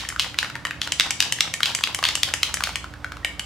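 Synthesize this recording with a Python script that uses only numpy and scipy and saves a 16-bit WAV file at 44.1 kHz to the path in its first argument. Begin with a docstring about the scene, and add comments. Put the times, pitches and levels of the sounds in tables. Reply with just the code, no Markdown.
"""Shaking a spray can

At the mouth of a garage a can is shaken hard, about five strokes a second, then slows. The mixing ball
cracks against base and dome in turn and knocks on the wall in between, while the paint sloshes.
The garage rings briefly after each blow; outdoor air and a machine's hum lie under it all."""
import sys
import numpy as np
from scipy import signal
from scipy.fft import rfft, irfft
from scipy.io import wavfile
from scipy.ndimage import uniform_filter1d

SR = 44100
rng = np.random.default_rng(int(sys.argv[2]) if len(sys.argv) > 2 else 0)


def dump_mix(stems):
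    """Bounce the given channels to the path in sys.argv[1] as a 16-bit WAV at rate SR."""
    frames = np.atleast_2d(stems).T  # one column per channel
    limited = np.clip(frames, -1, 1)  # hard clip at full scale
    pcm = np.round(limited * 32767).astype(np.int16)
    wavfile.write(sys.argv[1], SR, pcm)


N = 152145
LEAD = SR // 5  # pre-roll [samples]
HZ = np.maximum(np.arange(2049) * SR / 4096, 1)  # frequency grid of the EQ curves


def from_db(db):
    """Decibels to gain."""
    return 10 ** (np.asarray(db) / 20)


def unit_rms(x):
    """Scale to unit rms."""
    return x / np.sqrt(np.mean(x ** 2) + 1e-20)


def at_hz(points, hz, column=1):
    """Read one column of a table on a log-frequency axis."""
    table = np.array(points)
    return np.interp(np.log(hz), np.log(table[:, 0]), table[:, column])


def add(track, s, sound):
    """Mix a sound in at s seconds on a track with pre-roll."""
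    start = LEAD + int(s * SR)
    part = track[..., start:start + sound.shape[-1]]
    part += sound[..., :part.shape[-1]]


def panned(x, db):
    """Raise the left and lower the right by db."""
    return x * from_db([[db], [-db]])


def causal(gain):
    """Minimum-phase response with these gains on HZ."""
    cepstrum = irfft(np.log(gain + 1e-9))
    cepstrum[1:len(HZ) - 1] *= 2
    cepstrum[len(HZ):] = 0
    return np.exp(rfft(cepstrum))


def ping(hz, t60):
    """One dying mode."""
    t = np.arange(SR // 4) / SR
    return np.sin(2 * np.pi * hz * t) * from_db(-60 * t / t60)


def contact_colour(colour, bass_db, treble_db, top_db):
    """Each blow lands a little differently and tilts the colour of its end of the can."""
    tilt = [(1600, bass_db), (2600, 0), (4000, 0), (5600, treble_db), (7800, treble_db), (10000, top_db)]
    return from_db(at_hz(colour, HZ) + at_hz(tilt, HZ))


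# stereo width of the cracks: (frequency [Hz], side minus mid [dB])
CRACK_WIDTH = [(500, -16), (2000, -14), (4000, -10), (8000, -10), (13000, -11)]


def crack(gain, hold_s, fall_s, skirt_db, skirt_s, tick_db, left_lead_s=.000015):
    """A sharp tick at contact, then the blow races around the thin steel as a dense, coloured burst."""
    t = np.arange(2 * len(HZ) - 2) / SR
    envelope = np.exp(-np.maximum(t - hold_s, 0) / fall_s) + from_db(skirt_db) * np.exp(-t / skirt_s)
    tick = from_db(tick_db) * np.diff(np.eye(1, len(t) + 2, 4)[0], 2)
    bursts = rfft(envelope * rng.standard_normal((2, len(t))) + tick * [[1], [0]])
    # flatten each burst's spectrum, then colour it
    mid, side = [b * causal(gain / np.sqrt(uniform_filter1d(abs(b) ** 2, size=130))) for b in bursts]
    side *= from_db(at_hz(CRACK_WIDTH, HZ))
    left = (mid + side) * np.exp(2j * np.pi * HZ * left_lead_s)
    return irfft(np.array([left, mid - side]))


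# ball on the base: (time [s], level [dB], bass [dB], treble [dB], top [dB], rattle send [dB])
BASE_HITS = [(-0.025, 17, 0, 0, 0, 3.0), (0.1956, 18.8, 0, -3, -3, 6), (0.3875, 19.8, 0, -2, -1, -2),
             (0.8163, 14.5, 0, -2, -3, 5), (0.9978, 24.5, -2, -1, -2, -5), (1.0074, 16.9, 4, 0, -7, 1),
             (1.2036, 21.4, -2, 4, 3, -1), (1.2248, 14.8, 1, 4, 2, 0), (1.4066, 22.2, -2, 4, -1, -4),
             (1.6315, 21.5, -3, -5, -1, 3), (1.657, 16.0, -1, -2, -2, 7), (1.8375, 21.2, -2, -3, 0, -6),
             (2.0391, 20.4, -2, -4, -4, 0), (2.0519, 19.2, 2, -8, -3, 5), (2.0876, 15.8, 3, 1, 0, -1),
             (2.2322, 21.3, -3, 2, 4, -5), (2.4311, 21.9, -3, 0, 1, -2), (2.6376, 16.2, 3, 3, 6, 3)]
# EQ of the base: (frequency [Hz], gain [dB])
BASE_COLOUR = [(300, -34), (700, -22), (1200, -10), (1700, -8), (2400, -3), (3300, 0), (4200, -4),
               (5200, -7), (6300, -11), (8000, -16), (11000, -22), (15500, -31)]
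# envelope of a base crack: (hold [s], fall [s], skirt level [dB], skirt fall [s], tick [dB])
BASE_CRACK = (.0015, .0007, -12.5, .006, 18)


def base_hits(touches_per_s=1500, rattle_fall_s=.044, slide_rise_s=.008):
    """The ball slides down the wall, cracks on the base and settles with a fine dying rattle."""
    out = np.zeros((2, LEAD + N))
    t = np.arange(SR // 5) / SR
    band_loss = np.hypot(1, 2000 / HZ) * np.hypot(1, HZ / 18000)  # gentle low and high cuts
    steel = irfft(causal(from_db(at_hz(BASE_COLOUR, HZ)) / band_loss))
    for s, db, bass, treble, top, rattle_db in BASE_HITS:
        colour = contact_colour(BASE_COLOUR, bass, treble, top)
        add(out, s, from_db(db + .5) * crack(colour, *BASE_CRACK))
        touches = (rng.random(len(t)) < touches_per_s / SR) * rng.standard_normal(len(t))
        rattle = touches * np.exp(-t / rattle_fall_s)
        add(out, s, from_db(db + rattle_db - 22.8) * signal.fftconvolve(rattle, steel))
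        slide = rng.standard_normal(len(t)) * np.sqrt(touches_per_s / SR) * np.exp(-t[::-1] / slide_rise_s)
        add(out, s - t[-1], from_db(db - 28) * signal.fftconvolve(slide, steel))
    return out


# garage reverb: (frequency [Hz], level [dB], t60 [s])
GARAGE_TAIL = [(300, -9, .42), (1000, -5, .4), (2000, -5.5, .39), (3500, -4, .4), (6000, -4.5, .38),
               (10000, -5.5, .33), (16000, -6, .25)]
# stereo width of the reverb: (frequency [Hz], side minus mid [dB])
GARAGE_WIDTH = [(300, -9), (1000, -7), (2000, -4), (4000, -1.5), (12000, 0)]


def garage(can, places=7, onset_s=.005):
    """A diffuse tail that dies sooner in the treble; its fine pattern changes as the can moves."""
    t = np.arange(SR // 2) / SR
    edges, tails = np.geomspace(200, 17000, 12), 0
    for low, high in zip(edges, edges[1:]):
        hz = np.sqrt(low * high)
        decay = from_db(-60 * t / at_hz(GARAGE_TAIL, hz, column=2))
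        envelope = decay * (1 - np.exp(-(t / onset_s) ** 2))
        band = signal.butter(2, [low, high], "band", fs=SR, output="sos")
        mid, side = signal.sosfilt(band, rng.standard_normal((2, places, 1, len(t))))
        noise = (mid + from_db(at_hz(GARAGE_WIDTH, hz)) * side * [[1], [-1]]) / np.sqrt(2)
        tails += from_db(at_hz(GARAGE_TAIL, hz)) * noise * envelope / np.linalg.norm(envelope)
    # each blow on base or dome switches the send to the next tail
    hit_times = sorted(hit[0] for hit in [*BASE_HITS, *DOME_HITS])
    place = np.searchsorted(hit_times, (np.arange(-LEAD, N) + 2) / SR) % places
    send = can.mean(axis=0, keepdims=True)
    wet = sum(signal.fftconvolve(send * (place == k), tail, axes=1) for k, tail in enumerate(tails))
    return wet[:, :LEAD + N]


# EQ of the outdoor air: (frequency [Hz], gain [dB])
AIR_COLOUR = [(20, -24), (40, -12), (60, -3), (120, 0), (190, -5), (400, -13.5), (600, -13), (1200, -12.5),
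              (2500, -22), (4000, -25), (8000, -35), (16000, -47)]


def air(level_db=-44.5, side_db=-11):
    """Outdoor air: a steady bed of dark noise."""
    hz = np.maximum(np.arange(N // 2 + 1) * SR / N, 1)
    spectrum = rfft(rng.standard_normal((2, N))) * from_db(at_hz(AIR_COLOUR, hz))
    mid, side = unit_rms(irfft(spectrum, N))
    return from_db(level_db) * (mid + from_db(side_db) * side * [[1], [-1]])


def drift(knots_per_s):
    """Slow random curve of spread about 1."""
    return np.interp(np.arange(N) / SR * knots_per_s, np.arange(200), rng.standard_normal(200))


# the machine's upper tones: (pitch [Hz], level [dB])
HUM_TONES = [(118.4, -55), (161, -56), (295.5, -56), (554.5, -63)]
# fader ride of its two low drones: (time [s], lower drone [dB], upper drone [dB])
DRONE_LEVELS = [(0, -49, -56), (.7, -56, -55), (1.5, -62, -51), (2.1, -58, -48), (2.6, -46.5, -48.5),
                (3.1, -46, -52), (3.45, -52, -58)]


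def machine_hum(drone_hz=(59.2, 80.7), waver=.35):
    """A machine's tones waver in level and phase; the lowest two swell and fade."""
    t = np.arange(N) / SR
    times, *rides = np.transpose(DRONE_LEVELS)
    drones = [(hz, np.interp(t, times, ride)) for hz, ride in zip(drone_hz, rides)]
    out = np.zeros(N)
    for hz, db in [*HUM_TONES, *drones]:
        amplitude = np.sqrt(2) * from_db(db) * (1 + waver * drift(3))
        out += amplitude * np.sin(2 * np.pi * hz * t + waver * drift(6))
    return out


def ring(clicks, hz, t60):
    """Each click sets a dying sine of its own height ringing."""
    radius, angle = from_db(-60 / (t60 * SR)), 2 * np.pi * hz / SR
    return signal.lfilter([0, np.sin(angle)], [1, -2 * radius * np.cos(angle), radius ** 2], clicks + 1e-18)


def slosh(delay_s=.06, spread_s=.02, bubbles_per_s=1000, t60_cycles=11):
    """The paint reaches the base just after the ball: a swell of small bubbles."""
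    t = np.arange(-LEAD, N) / SR
    swells = [from_db(db) * np.exp(-.5 * ((t - s - delay_s) / spread_s) ** 2) for s, db, *_ in BASE_HITS]
    births = (rng.random(len(t)) < bubbles_per_s / SR) * rng.standard_normal(len(t))
    pitches_hz = np.geomspace(800, 2900, 20)
    voice = rng.integers(0, len(pitches_hz), len(t))
    bubbles = sum(ring(births * (voice == k), hz, t60_cycles / hz) for k, hz in enumerate(pitches_hz))
    return from_db(-58.3) * np.max(swells, axis=0) * unit_rms(bubbles)


# ball on the paint-damped wall: (time [s], level [dB], pitch [Hz], click send [dB])
WALL_KNOCKS = [(0.0498, 7.2, 1790.0, -21), (0.1009, 7.6, 1870.0, -17), (0.1244, 8.2, 1380.0, -19),
               (0.1616, 11.8, 1440.0, -22), (0.2454, 8.7, 1660.0, -11), (0.3431, 7.0, 1920.0, -18),
               (0.4282, 18.4, 1770.0, -17), (0.4448, 14.3, 1700.0, -18), (0.4996, 6.5, 1660.0, -11),
               (0.5538, 12.6, 1660.0, -16), (0.563, 2.8, 1680.0, -12), (0.6686, 6.7, 2500.0, -8),
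               (0.7087, 15.9, 1890.0, -24), (0.874, 9.1, 1460.0, -7), (1.0649, 6.0, 1550.0, -9),
               (1.3867, 9.2, 2020.0, -15), (1.6047, 18.5, 1270.0, -17), (1.7885, 9.3, 2110.0, -12),
               (1.8088, 10.3, 1270.0, -15), (1.873, 14.1, 2150.0, -15), (1.9888, 14.7, 990.0, -13),
               (2.0275, 20.6, 1180.0, -19), (2.1741, 2.9, 930.0, -5), (2.2879, 7.1, 2150.0, -6),
               (2.5707, 10.1, 1920.0, -10), (2.6063, 17.7, 1310.0, -17), (2.6227, 9.8, 1160.0, -16),
               (2.672, 16.0, 1230.0, -13), (2.6913, 9.3, 1080.0, -10), (2.8422, 9.8, 1270.0, -18),
               (2.938, 2.4, 1510.0, -16), (3.0444, 14.9, 1510.0, -20), (3.1199, 8.9, 1440.0, -14),
               (3.1687, 4.3, 1160.0, -15)]
# envelope of a knock: (hold [s], fall [s], skirt level [dB], skirt fall [s], tick [dB])
WALL_CRACK = (.0016, .0011, -11, .005, -3)


def wall_knocks(width_oct=.36, low_cut_hz=550, click_cut_hz=3900):
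    """Glancing knocks whose pitch depends on how much paint lies behind the wall."""
    out = np.zeros((2, LEAD + N))
    for s, db, hz, click_db in WALL_KNOCKS:
        knock = 1 / (1 + (np.log2(HZ / hz) / width_oct) ** 2)
        click = 1.3 * from_db(click_db) / np.hypot(1, (HZ / click_cut_hz) ** 2)
        colour = np.hypot(knock, click) / np.hypot(1, (low_cut_hz / HZ) ** 2)
        add(out, s, from_db(db - .5) * crack(colour, *WALL_CRACK))
        add(out, s, from_db(db - 50) * ping(hz, t60=.022))
    return out


# pitched rings of the can's wall: (time [s], level [dB], pitch [Hz])
WALL_RINGS = [(.05, -27, 1790), (.101, -26, 1870), (.343, -29, 1950), (.543, -31, 2080), (.554, -25, 920),
              (.588, -32, 1800), (.653, -21, 1780), (.686, -27, 1820), (.708, -22, 1900), (.731, -29, 2150),
              (1.066, -28, 820), (1.433, -26, 2150), (2.046, -20, 1050), (3.23, -31, 1900)]


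def wall_rings(rise_s=.002):
    """Short pitched rings of the can's wall, after some knocks and from soft touches of the ball."""
    out = np.zeros(LEAD + N)
    for s, db, hz in WALL_RINGS:
        tone = ping(hz, t60=.035)
        attack = 1 - np.exp(-np.arange(len(tone)) / SR / rise_s)
        add(out, s, from_db(db) * tone * attack)
    return out


def struck(modes, blows, count=1, detune=.017):
    """Blows (time [s], level [dB]) ring modes; moving paint shifts each and splits it into count tones."""
    out = np.zeros(LEAD + N)
    tones = list(modes) * count
    for s, db in blows:
        for (hz, mode_db, t60), (louder, higher) in zip(tones, rng.standard_normal((len(tones), 2))):
            gain = from_db(db + mode_db + 2 * louder) * rng.choice([-1, 1])
            add(out, s, gain * ping(hz * (1 + detune * higher), t60))
    return out / np.sqrt(count)


# ball on the dome: (time [s], level [dB], bass [dB], treble [dB], top [dB], shell send [dB])
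DOME_HITS = [(0.0886, 4.5, 0, 7, 8, -8), (0.6511, 10.9, 8, -7, -6, 2), (0.9208, 18.4, -10, -3, -7, -8),
             (1.1068, 15.5, -1, 2, -4, -8), (1.3231, 17.7, -5, 0, -1, -8), (1.5387, 13.7, -4, -1, 0, -8),
             (1.7491, 15.5, -2, 3, 0, -8), (1.9465, 11.9, 2, 2, 5, -8), (2.1533, 15.1, -3, 2, 1, -8),
             (2.3381, 15.4, 3, 1, -1, -8), (2.5414, 10.6, 4, 6, 8, -8), (2.7568, 14.5, -4, -6, -5, -8),
             (3.2469, 16.5, 0, -11, -6, 3), (3.3947, 12.7, -3, -7, -5, -14)]
# EQ of the dome: (frequency [Hz], gain [dB])
DOME_COLOUR = [(300, -26), (420, -23), (560, -14), (720, -15), (1150, -8), (1450, -8), (1800, -2),
               (2250, -1), (2650, -2), (3050, 1), (3700, -10), (5000, -7), (7400, -5), (8300, -8),
               (9200, -13), (10100, -12), (11200, -18), (13500, -23), (15500, -31)]
# envelope of a dome crack: (hold [s], fall [s], skirt level [dB], skirt fall [s], tick [dB])
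DOME_CRACK = (.0016, .0007, -9.5, .006, 8)
# bright shimmer of the dome: (pitch [Hz], level [dB], t60 [s])
DOME_MODES = [(3080, -44.5, .06), (4820, -54, .08), (6020, -55, .08), (7400, -49, .07), (8200, -50.5, .1),
              (10200, -53, .09), (11900, -62, .08), (13700, -66, .07)]
# hollow note of the whole can: (pitch [Hz], level [dB], t60 [s])
BODY_MODES = [(540, -57, .04), (1120, -54, .035)]
# send from the dome blows to that note: (time [s], level [dB])
BODY_SEND = [(.7, -7), (1.5, -2), (2.0, 2), (2.7, 3), (3.2, -8)]
# midrange ring of the shell: (pitch [Hz], level [dB], t60 [s])
SHELL_MODES = [(1830, -36, .045), (1927, -45, .08), (2266, -46, .075), (3190, -61, .13)]


def dome_hits():
    """Lighter, brighter blows on the dry top of the can set dome, body and shell ringing."""
    out = np.zeros((2, LEAD + N))
    to_dome, to_body, to_shell = [], [], []
    for s, db, bass, treble, top, shell_db in DOME_HITS:
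        colour = contact_colour(DOME_COLOUR, bass, treble, top)
        add(out, s, from_db(db + .2) * crack(colour, *DOME_CRACK))
        to_dome.append((s, db + treble / 2))
        to_body.append((s, db + np.interp(s, *np.transpose(BODY_SEND))))
        to_shell.append((s, db + shell_db))
    out += struck(DOME_MODES, to_dome, count=7)
    out += struck(BODY_MODES, to_body)
    return out + struck(SHELL_MODES, to_shell, count=3)


def scene():
    """The can and its reverb near the centre, over air and hum a little to the right."""
    can = base_hits() + dome_hits() + wall_knocks() + slosh() + wall_rings()
    can_in_garage = (can + garage(can))[:, LEAD:]
    return panned(can_in_garage, db=.5) + panned(air(), db=-1.7) + panned(machine_hum(), db=-2.1)


def record(dry):
    """The hardest cracks clip; a steep low-pass cuts the top."""
    cutoff_hz = 16600
    return signal.sosfilt(signal.cheby2(14, 60, cutoff_hz, fs=SR, output="sos"), np.clip(dry, -1, 1))


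dry = scene()
out = record(dry)
dump_mix(out)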